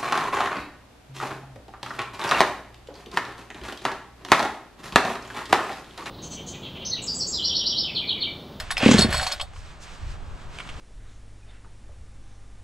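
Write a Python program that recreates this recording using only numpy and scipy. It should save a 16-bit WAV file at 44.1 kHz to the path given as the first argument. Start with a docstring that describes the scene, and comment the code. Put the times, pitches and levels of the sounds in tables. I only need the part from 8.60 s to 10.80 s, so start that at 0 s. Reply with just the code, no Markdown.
"""A light clack and the whirr of a cord: one pull on a chainsaw's starter in a yard. The piston pushes
a few hollow puffs through the ringing muffler, and the engine stops without catching. The spring winds
the cord back while the plastic housing clacks and the loose chain chinks on its steel bar.
Then sleeves rustle, a lever on the handle clicks, and a breeze rumbles on the microphone."""
import sys
import numpy as np
from scipy import signal
from scipy.fft import rfft, irfft, next_fast_len
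from scipy.io import wavfile

SR = 44100
rng = np.random.default_rng(int(sys.argv[2]) if len(sys.argv) > 2 else 0)


def materialize(psi):
    """Save the field psi as 16-bit PCM at rate SR to the path in sys.argv[1].

    A 1-D psi becomes a single channel; in a 2-D psi each row is a channel.
    """
    bounded = np.clip(np.atleast_2d(psi).T, -1, 1)
    quanta = np.round(bounded * 32767).astype(np.int16)
    wavfile.write(sys.argv[1], SR, quanta)


N = 97020

# piston strokes (time [s], level [dB], pitch [Hz])
PUFFS = [(.209, -24.5, 523), (0.2307, -11.5, 263), (0.2617, -2, 232.6), (0.2897, -3, 239),
         (0.3142, -4, 247), (0.344, -4, 213.7), (0.3901, -8, 190.4), (0.409, -15, 205), (.4470, -11, 230.5),
         (.4870, -15.5, 104.6)]
# muffler ring (multiple of the pitch, level [dB], t60 [s])
MUFFLER_MODES = [(.57, -13.5, 0.12), (1, 1.5, 0.064), (1.17, -10.5, 0.081), (1.6, -14.5, 0.13),
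                 (2.05, -7.5, 0.046), (3.3, -16.5, 0.019)]
# breath of escaping gas (frequency [Hz], level [dB])
GAS_EQ = [(60, -30), (160, -24), (320, 26), (550, 3), (900, -1), (2000, -65), (6000, -64)]
# the saw rocking in the hands (time [s], level [dB])
ROCK_ENV = [(.2, -67), (.33, -35), (.41, -26), (.5, -32), (.62, -33.5), (.68, -56), (.8, -74)]
# its low thud (frequency [Hz], level [dB])
ROCK_EQ = [(20, -13), (45, 6.5), (70, 9), (125, 3), (200, -6), (500, -46)]

# cord and pulley running (time [s], level [dB], treble lift and bass cut [dB])
WHIRR_ENV = [(0, -27.5, 2.5), (.05, -59, -18), (.095, -51, 3.5), (.16, -72, -8), (.19, -32, -6),
             (.23, -23.5, -5), (.27, -21.5, -0.5), (.33, -22.5, 1.5), (.37, -21, -2), (.395, -19, 3),
             (.43, -25.5, -5), (.48, -33.5, -5.5), (.53, -27.5, -4.5), (.6, -30.5, -1.5), (.69, -34.5, 3),
             (.74, -35.5, -7), (.785, -45.5, 1.5), (.88, -61, 0)]
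# their friction (frequency [Hz], level [dB])
CORD_EQ = [(150, -9), (420, -12.5), (580, 6), (1000, -4), (1600, 3.5), (2700, -0.5), (4000, 0), (5800, -7),
           (8300, -9), (9600, -20.5), (12500, -30), (15500, -63)]
# the cord rubbing in its eyelet (time [s], level [dB])
RASP_ENV = [(.19, -55), (.225, -25), (.26, -22), (.3, -29.5), (.35, -35.5), (.45, -68)]
# its narrow rasp (frequency [Hz], level [dB])
RASP_EQ = [(1200, -31), (2000, 1), (2700, 4), (3200, -4), (4200, -41)]
# drone of the returning pulley (time [s], level [dB])
REWIND_ENV = [(.45, -61), (.52, -52), (.62, -33.5), (.72, -40.5), (.77, -66), (.83, -42), (.87, -62.5)]
# hollow starter cover (frequency [Hz], width [Hz], gain [dB])
COVER_MODES = [(600, 72, -6.5), (752, 120, -1), (1155, 45, -6)]

# knocks of starter and housing (time [s], level [dB], centre [Hz], t60 [s])
CLACKS = [(.0005, -34, 1480, 0.12), (0.1056, -16, 1660, .028), (0.113, -23, 5600, 0.046),
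          (.1210, -21, 1710, 0.034), (0.169, -15, 2380, 0.029), (.179, -14.5, 2300, 0.022),
          (0.204, -20, 2700, 0.021), (0.239, -12.5, 2420, 0.0082), (0.2572, -13, 2510, 0.027),
          (0.281, -10.5, 2880, 0.01), (.3115, -14.5, 6760, 0.099), (0.3336, -14, 1660, 0.057),
          (0.3399, -11.5, 6600, 0.022), (0.3469, -14.5, 3770, 0.021), (0.3924, -11, 6940, 0.026),
          (0.4098, -11, 4200, 0.017), (.4215, -28, 7300, 0.077), (.5266, -16.5, 1760, 0.034),
          (.5434, -16, 1120, .04), (0.569, -22.5, 1830, 0.039), (.5968, -19.5, 1700, .035),
          (.6290, -18.5, 1400, 0.028), (.6660, -20.5, 1080, 0.05), (0.666, -21.5, 5800, 0.035),
          (0.7135, -24.5, 1410, 0.014), (.7160, -20.5, 5940, 0.034), (.7980, -19.5, 2940, 0.05),
          (0.8096, -20.5, 3330, 0.039)]
# tone of knocked plastic (frequency [Hz], level [dB])
PLASTIC_EQ = [(100, -21), (400, -18), (700, 8.5), (1500, 1), (3200, 4), (5000, -6), (8500, -10.5),
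              (11000, -34), (15000, -44)]
# body of the housing (frequency [Hz], width [Hz], gain [dB])
HOUSING_MODES = [(584, 35, -5.5), (748, 14, 3), (1102, 38, 5), (1482, 19, 0), (1770, 130, -13),
                 (2190, 54, -12), (2600, 54, -11), (2790, 13, -25), (3320, 115, -3)]

# loose chain hitting the bar (time [s], level [dB], tilt [dB/octave], boosted frequency [Hz])
CHINKS = [(.0005, -31.5, 2.5, 5240), (0.11, -25.5, -2, 11000), (0.177, -22.5, -2.5, 5165),
          (0.384, -11.5, -7, 4230), (0.4195, -16, -12, 4140), (.5050, -34.5, -1, 10850),
          (.5270, -31, 14, 7885), (0.547, -34, 4, 8450), (.5695, -28, 1, 7760), (.5760, -31, 2, 4352),
          (0.63, -25, -1.5, 4300), (.6680, -24, -3, 4470), (.7200, -20.5, -4, 4490),
          (.7260, -26, -3.5, 5165), (0.811, -28, -3, 8280)]
# ring of the steel bar (frequency [Hz], level [dB], t60 [s])
BAR_MODES = [(3620, -11, .15), (3838, -10, .16), (4240, -4, .06), (4350, 3, .09), (4673, -10, .09),
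             (5174, -2, .055), (7050, -8, .045), (7885, -4, .085), (8748, -14, .11), (9055, -14, .12),
             (10240, -21, .09), (10620, -17, .08), (10770, -15, .1), (11010, -21, .09), (13300, -26, .08)]
# the chain shivering (time [s], level [dB])
JINGLE_ENV = [(.36, -70), (.39, -24), (.43, -25), (.47, -54), (.54, -31.5), (.59, -30), (.65, -36),
              (.76, -75)]

# lever contacts (time [s], level [dB], t60 [s], hollow ring [dB])
CLICKS = [(0.9356, -41.5, 0.018, -8), (0.961, -45, 0.057, 5.5), (1.9870, -26, 0.013, -25),
          (1.9964, -33, 0.021, -7), (2.001, -31.5, 0.057, 3), (2.0745, -33.5, 0.015, -8),
          (2.0890, -34, 0.069, -17), (2.0990, -36.5, 0.032, -23)]
# tone of the lever's snap (frequency [Hz], level [dB])
LEVER_EQ = [(200, -10), (800, -3.5), (1600, -3), (2600, 4), (3100, 1.5), (4300, -17), (9000, -18.5),
            (14000, -52)]
# its hollow ring (frequency [Hz], width [Hz], gain [dB])
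LEVER_MODES = [(1186, 28, 0)]

# sleeves rustling (time [s], level [dB])
SLEEVE_ENV = [(0, -46), (.9, -56.5), (.98, -56.5), (1.1, -49), (1.19, -57.5), (1.24, -49.5), (1.28, -46.5),
              (1.4, -51.5), (1.53, -48), (1.58, -56), (1.76, -54.5), (1.82, -50.5), (1.88, -56.5),
              (1.95, -46), (2.02, -47), (2.2, -48.5)]
# tone of the cloth (frequency [Hz], level [dB])
SLEEVE_EQ = [(300, -23), (1200, 9.5), (3000, 6), (6000, -3), (8700, -6.5), (10000, -25), (13000, -25),
             (15500, -50)]
# quick sleeve strokes (time [s], level [dB], half length [s])
SWISHES = [(0.982, -54, 0.03), (1.057, -60, 0.018), (1.233, -47.5, 0.017), (1.34, -56.5, 0.036),
           (1.512, -56, 0.022)]
# their hiss (frequency [Hz], level [dB])
SWISH_EQ = [(1000, -11), (3500, -7), (5300, -1.5), (8500, -8), (10000, -18), (13000, -29), (15500, -34)]
# gusts (time [s], level [dB])
BREEZE_ENV = [(0.68, -39.5), (0.688, -49), (0.856, -35), (0.916, -46), (0.976, -37.5), (1.25, -47),
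              (1.326, -41.5), (1.37, -49), (1.446, -28), (1.572, -38.5), (1.742, -32.5), (1.784, -45.5),
              (1.894, -31.5), (1.984, -47), (1.988, -50), (2.114, -39), (2.182, -34.5), (2.2, -61)]
# their rumble (frequency [Hz], level [dB])
BREEZE_EQ = [(12, -5), (28, 0), (60, -6), (100, -11), (180, -30.5), (400, -71), (1500, -75)]
# open-air bed (time [s], level [dB])
AIR_ENV = [(0, -47), (.9, -54), (1.4, -48), (1.85, -48), (2.2, -45)]
# its tone (frequency [Hz], level [dB])
AIR_EQ = [(60, -5), (150, 2), (300, -5), (450, -6.5), (700, -6.5), (1200, -5.5), (1700, -12), (2700, -46),
          (7200, -31.5), (10000, -38.5), (15000, -62)]

# stereo image of the background (frequency [Hz], left-right correlation)
CORRELATION = [(30, 0.68), (120, 1), (1000, 0.57), (4000, 0.8), (9000, 1), (13000, 1)]
# reflections off near surfaces (frequency [Hz], side level [dB])
SIDE_EQ = [(100, -51), (250, -61), (600, -26), (1200, -19), (2500, -19.5), (5000, -13), (9000, -67),
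           (13000, -17)]
# tail from the walls (frequency [Hz], t60 [s])
WALL_DECAY = [(150, 0.049), (700, 0.55), (3000, 0.14), (10000, 0.052)]
# pan (frequency [Hz], left minus right [dB])
BALANCE = [(60, -0.7), (250, -1.1), (800, -0.4), (4000, -1.1), (8000, -0.8), (12000, 3)]
# phase between the sides (frequency [Hz], lag of the left [rad])
LEFT_LAG = [(200, 0.26), (1000, 0.08), (2500, 0.45), (4300, 0.73), (8000, 0.32), (12000, 1)]


def amp(db):
    """Decibels to gain."""
    return 10 ** (np.asarray(db) / 20)


def unit(x):
    """Scale to rms 1."""
    return x / np.sqrt(np.mean(x ** 2) + 1e-20)


def along(points, hz):
    """Read (frequency, value) points on a log axis."""
    f, v = np.transpose(points)
    return np.interp(np.log(hz + 1), np.log(f + 1), v)


def curves(rows):
    """One value per sample for each column after the time."""
    times, *columns = np.transpose(rows)
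    return [np.interp(np.arange(N) / SR, times, column) for column in columns]


def fader(rows):
    """Gain per sample from (time, level) points."""
    return amp(curves(rows)[0])


def fade(t, t60):
    """Exponential decay, 60 dB down at t60."""
    return np.exp(-np.log(1000) * t / t60)


def rise(t, attack_s):
    """Exponential attack."""
    return 1 - np.exp(-t / attack_s)


def bell(offset, width):
    """Gaussian bump of height 1."""
    return np.exp(-.5 * (offset / width) ** 2)


def add(track, s, sound):
    """Mix a sound into the track at time s."""
    i = max(0, round(s * SR))
    track[i:i + len(sound)] += sound[:N - i]


def filtered(x, response):
    """Apply a frequency response."""
    size = next_fast_len(x.shape[-1] + SR // 8)
    hz = np.fft.rfftfreq(size, 1 / SR)
    return irfft(rfft(x, size) * response(hz), size)[..., :x.shape[-1]]


def equalise(x, eq):
    """Apply a (frequency, level) curve."""
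    return filtered(x, lambda hz: amp(along(eq, hz)))


def noise(eq, size=N):
    """Coloured noise of rms 1."""
    return unit(equalise(rng.standard_normal(size), eq))


def wide_noise(eq):
    """Coloured stereo noise whose width varies with frequency."""
    def mid_side(hz):
        angle = np.arccos(along(CORRELATION, hz)) / 2
        return amp(along(eq, hz)) * [np.cos(angle), np.sin(angle)]
    mid, side = filtered(rng.standard_normal((2, N)), mid_side)
    return unit(np.array([mid + side, mid - side]))


def resonate(x, modes):
    """Pass x through parallel band-pass resonators."""
    return filtered(x, lambda hz: sum(amp(db) * 1j * hz * width / (centre**2 - hz**2 + 1j * hz * width)
                                      for centre, width, db in modes))


def ringing(hz, level_db, t60, t):
    """Decaying modes that start at rms 1 together."""
    gain = amp(level_db)
    waves = fade(t, t60) * np.sin(2 * np.pi * (hz * t + rng.random(hz.shape)))
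    return np.sqrt(2) * (gain / np.linalg.norm(gain) * waves).sum(0)


def engine(gas_db=-9, gas_lead_s=.003, low_cut_hz=128):
    """Each piston stroke pushes a puff of gas through the ringing muffler; the saw rocks underneath."""
    puffs, t = np.zeros(N), np.arange(SR // 5) / SR
    for s, db, hz in PUFFS:
        ring = sum(amp(level) * fade(t, t60) * np.sin(2 * np.pi * hz * ratio * t)
                   for ratio, level, t60 in MUFFLER_MODES)
        add(puffs, s, amp(db) * ring * rise(t, attack_s=.00038))
        gas = noise(GAS_EQ, len(t)) * fade(t, t60=.055) * rise(t, gas_lead_s)
        add(puffs, s - gas_lead_s, amp(db + gas_db) * gas)
    low_cut = signal.butter(2, low_cut_hz, "highpass", fs=SR, output="sos")
    return signal.sosfilt(low_cut, puffs) + fader(ROCK_ENV) * noise(ROCK_EQ)


def starter(ticks_per_s=550, tick_share=.45, pivot_hz=2500):
    """Cord and pulley rub and tick, brighter when running fast; the cord rasps in its eyelet."""
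    level_db, tilt_db = curves(WHIRR_ENV)
    ticks = unit((rng.random(N) < ticks_per_s / SR) * rng.choice([-1, 1], N))
    friction = np.sqrt(tick_share) * ticks + np.sqrt(1 - tick_share) * rng.standard_normal(N)
    rub = unit(equalise(friction, CORD_EQ))
    lows = filtered(rub, lambda hz: 1 / (1 + (hz / pivot_hz) ** 2))
    whirr = lows * amp(-tilt_db) + (rub - lows) * amp(tilt_db)
    return amp(level_db) * whirr + fader(RASP_ENV) * noise(RASP_EQ)


def rewind():
    """The spring winds the cord in, and the pulley drones in the hollow starter cover."""
    return fader(REWIND_ENV) * unit(resonate(noise(CORD_EQ), COVER_MODES))


def clacks(peak_db=12.5, peak_octaves=.23):
    """Plastic parts knock: short noise bursts, each with one broad resonance."""
    out, t = np.zeros(N), np.arange(SR // 8) / SR
    for s, db, centre, t60 in CLACKS:
        def colour(hz):
            peak = peak_db * bell(np.log2((hz + 1) / centre), peak_octaves)
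            return amp(along(PLASTIC_EQ, hz) + peak)
        burst = unit(filtered(rng.standard_normal(len(t)), colour))
        add(out, s, amp(db) * burst * fade(t, t60) * rise(t, attack_s=.00013))
    return out


def housing(x, trim_db=-3):
    """Whatever knocks or rubs on the plastic housing rings its resonances."""
    return amp(trim_db) * (x + resonate(x, HOUSING_MODES))


def chinks(boost_db=14.5, boost_octaves=.035, scatter_db=3, link_db=-9.5, link_db_per_octave=-5.5):
    """Each knock rings the steel bar, one narrow band boosted, and chain links at chance pitches."""
    out, t = np.zeros(N), np.arange(SR // 5) / SR
    hz, level, t60 = np.transpose(BAR_MODES)[:, :, None]
    for s, db, tilt, boosted_hz in CHINKS:
        mode_db = level + tilt * np.log2(hz / hz.mean())
        mode_db += boost_db * bell(np.log2(hz / boosted_hz), boost_octaves)
        mode_db += scatter_db * rng.standard_normal(hz.shape)
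        bar = ringing(hz, mode_db, t60, t)
        link_hz = rng.uniform(3200, 14000, size=(40, 1))
        slope_db = (link_db_per_octave + tilt) * np.log2(link_hz / hz.mean())
        links = ringing(link_hz, slope_db, t60=.1, t=t)
        add(out, s, amp(db) * (bar + amp(link_db) * links) * rise(t, attack_s=.0013))
    return out


def jingle(contacts_per_s=450):
    """The chain shivers on the bar: many light contacts keep the steel ringing between the knocks."""
    hz, level, t60 = np.transpose(BAR_MODES)[:, :, None]
    ring = ringing(hz, level, t60, np.arange(SR // 5) / SR)
    contacts = unit((rng.random(N) < contacts_per_s / SR) * rng.standard_normal(N))
    return signal.fftconvolve(fader(JINGLE_ENV) * contacts, ring / np.linalg.norm(ring))[:N]


def lever():
    """A small lever on the handle snaps over and settles; some contacts ring hollow."""
    out, t = np.zeros(N), np.arange(SR // 8) / SR
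    for s, db, t60, hollow_db in CLICKS:
        snap = noise(LEVER_EQ, len(t))
        hollow = amp(hollow_db) * unit(resonate(snap, LEVER_MODES))
        add(out, s, amp(db) * (snap + hollow) * fade(t, t60) * rise(t, attack_s=.000075))
    return out


def sleeves():
    """Cloth rubs in a soft rustle with a few quick swishes."""
    t = np.arange(N) / SR
    strokes = sum(amp(db) * bell(t - s, half_length) for s, db, half_length in SWISHES)
    return fader(SLEEVE_ENV) * wide_noise(SLEEVE_EQ) + strokes * wide_noise(SWISH_EQ)


def breeze():
    """Gusts rumble on the microphone over a quiet bed of open air."""
    return fader(BREEZE_ENV) * wide_noise(BREEZE_EQ) + fader(AIR_ENV) * wide_noise(AIR_EQ)


def yard(x, near_t60=.12, walls_db=-20):
    """Near surfaces widen the treble a little and the walls add a short tail."""
    hz, t, bands = signal.stft(rng.standard_normal((2, SR // 2)), SR, nperseg=256)
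    bands *= fade(t, along(WALL_DECAY, hz)[:, None])
    _, tail = signal.istft(bands, SR, nperseg=256)
    size = tail.shape[1]
    near = rng.standard_normal(size) * fade(np.arange(size) / SR, near_t60)
    side = equalise(signal.fftconvolve(x, near / np.linalg.norm(near))[:N], SIDE_EQ)
    walls = signal.fftconvolve(x[None], tail / np.linalg.norm(tail[0]), axes=1)[:, :N]
    return np.array([x + side, x - side]) + amp(walls_db) * walls


def scene():
    """The saw in the yard, its steel close and dry; the whole mix leans slightly right."""
    saw = engine() + rewind() + housing(clacks() + starter()) + lever()
    mix = yard(saw) + chinks() + jingle() + sleeves() + breeze()
    sides = np.array([[.5], [-.5]])
    pan = lambda hz: amp(sides * along(BALANCE, hz)) * np.exp(-1j * sides * along(LEFT_LAG, hz))
    return filtered(mix, pan)


def record(dry, top_hz=15750):
    """Clip at full scale, then cut everything above the band limit."""
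    return filtered(np.clip(dry, -1, 1), lambda hz: hz < top_hz)


dry = scene()
out = record(dry)
materialize(out)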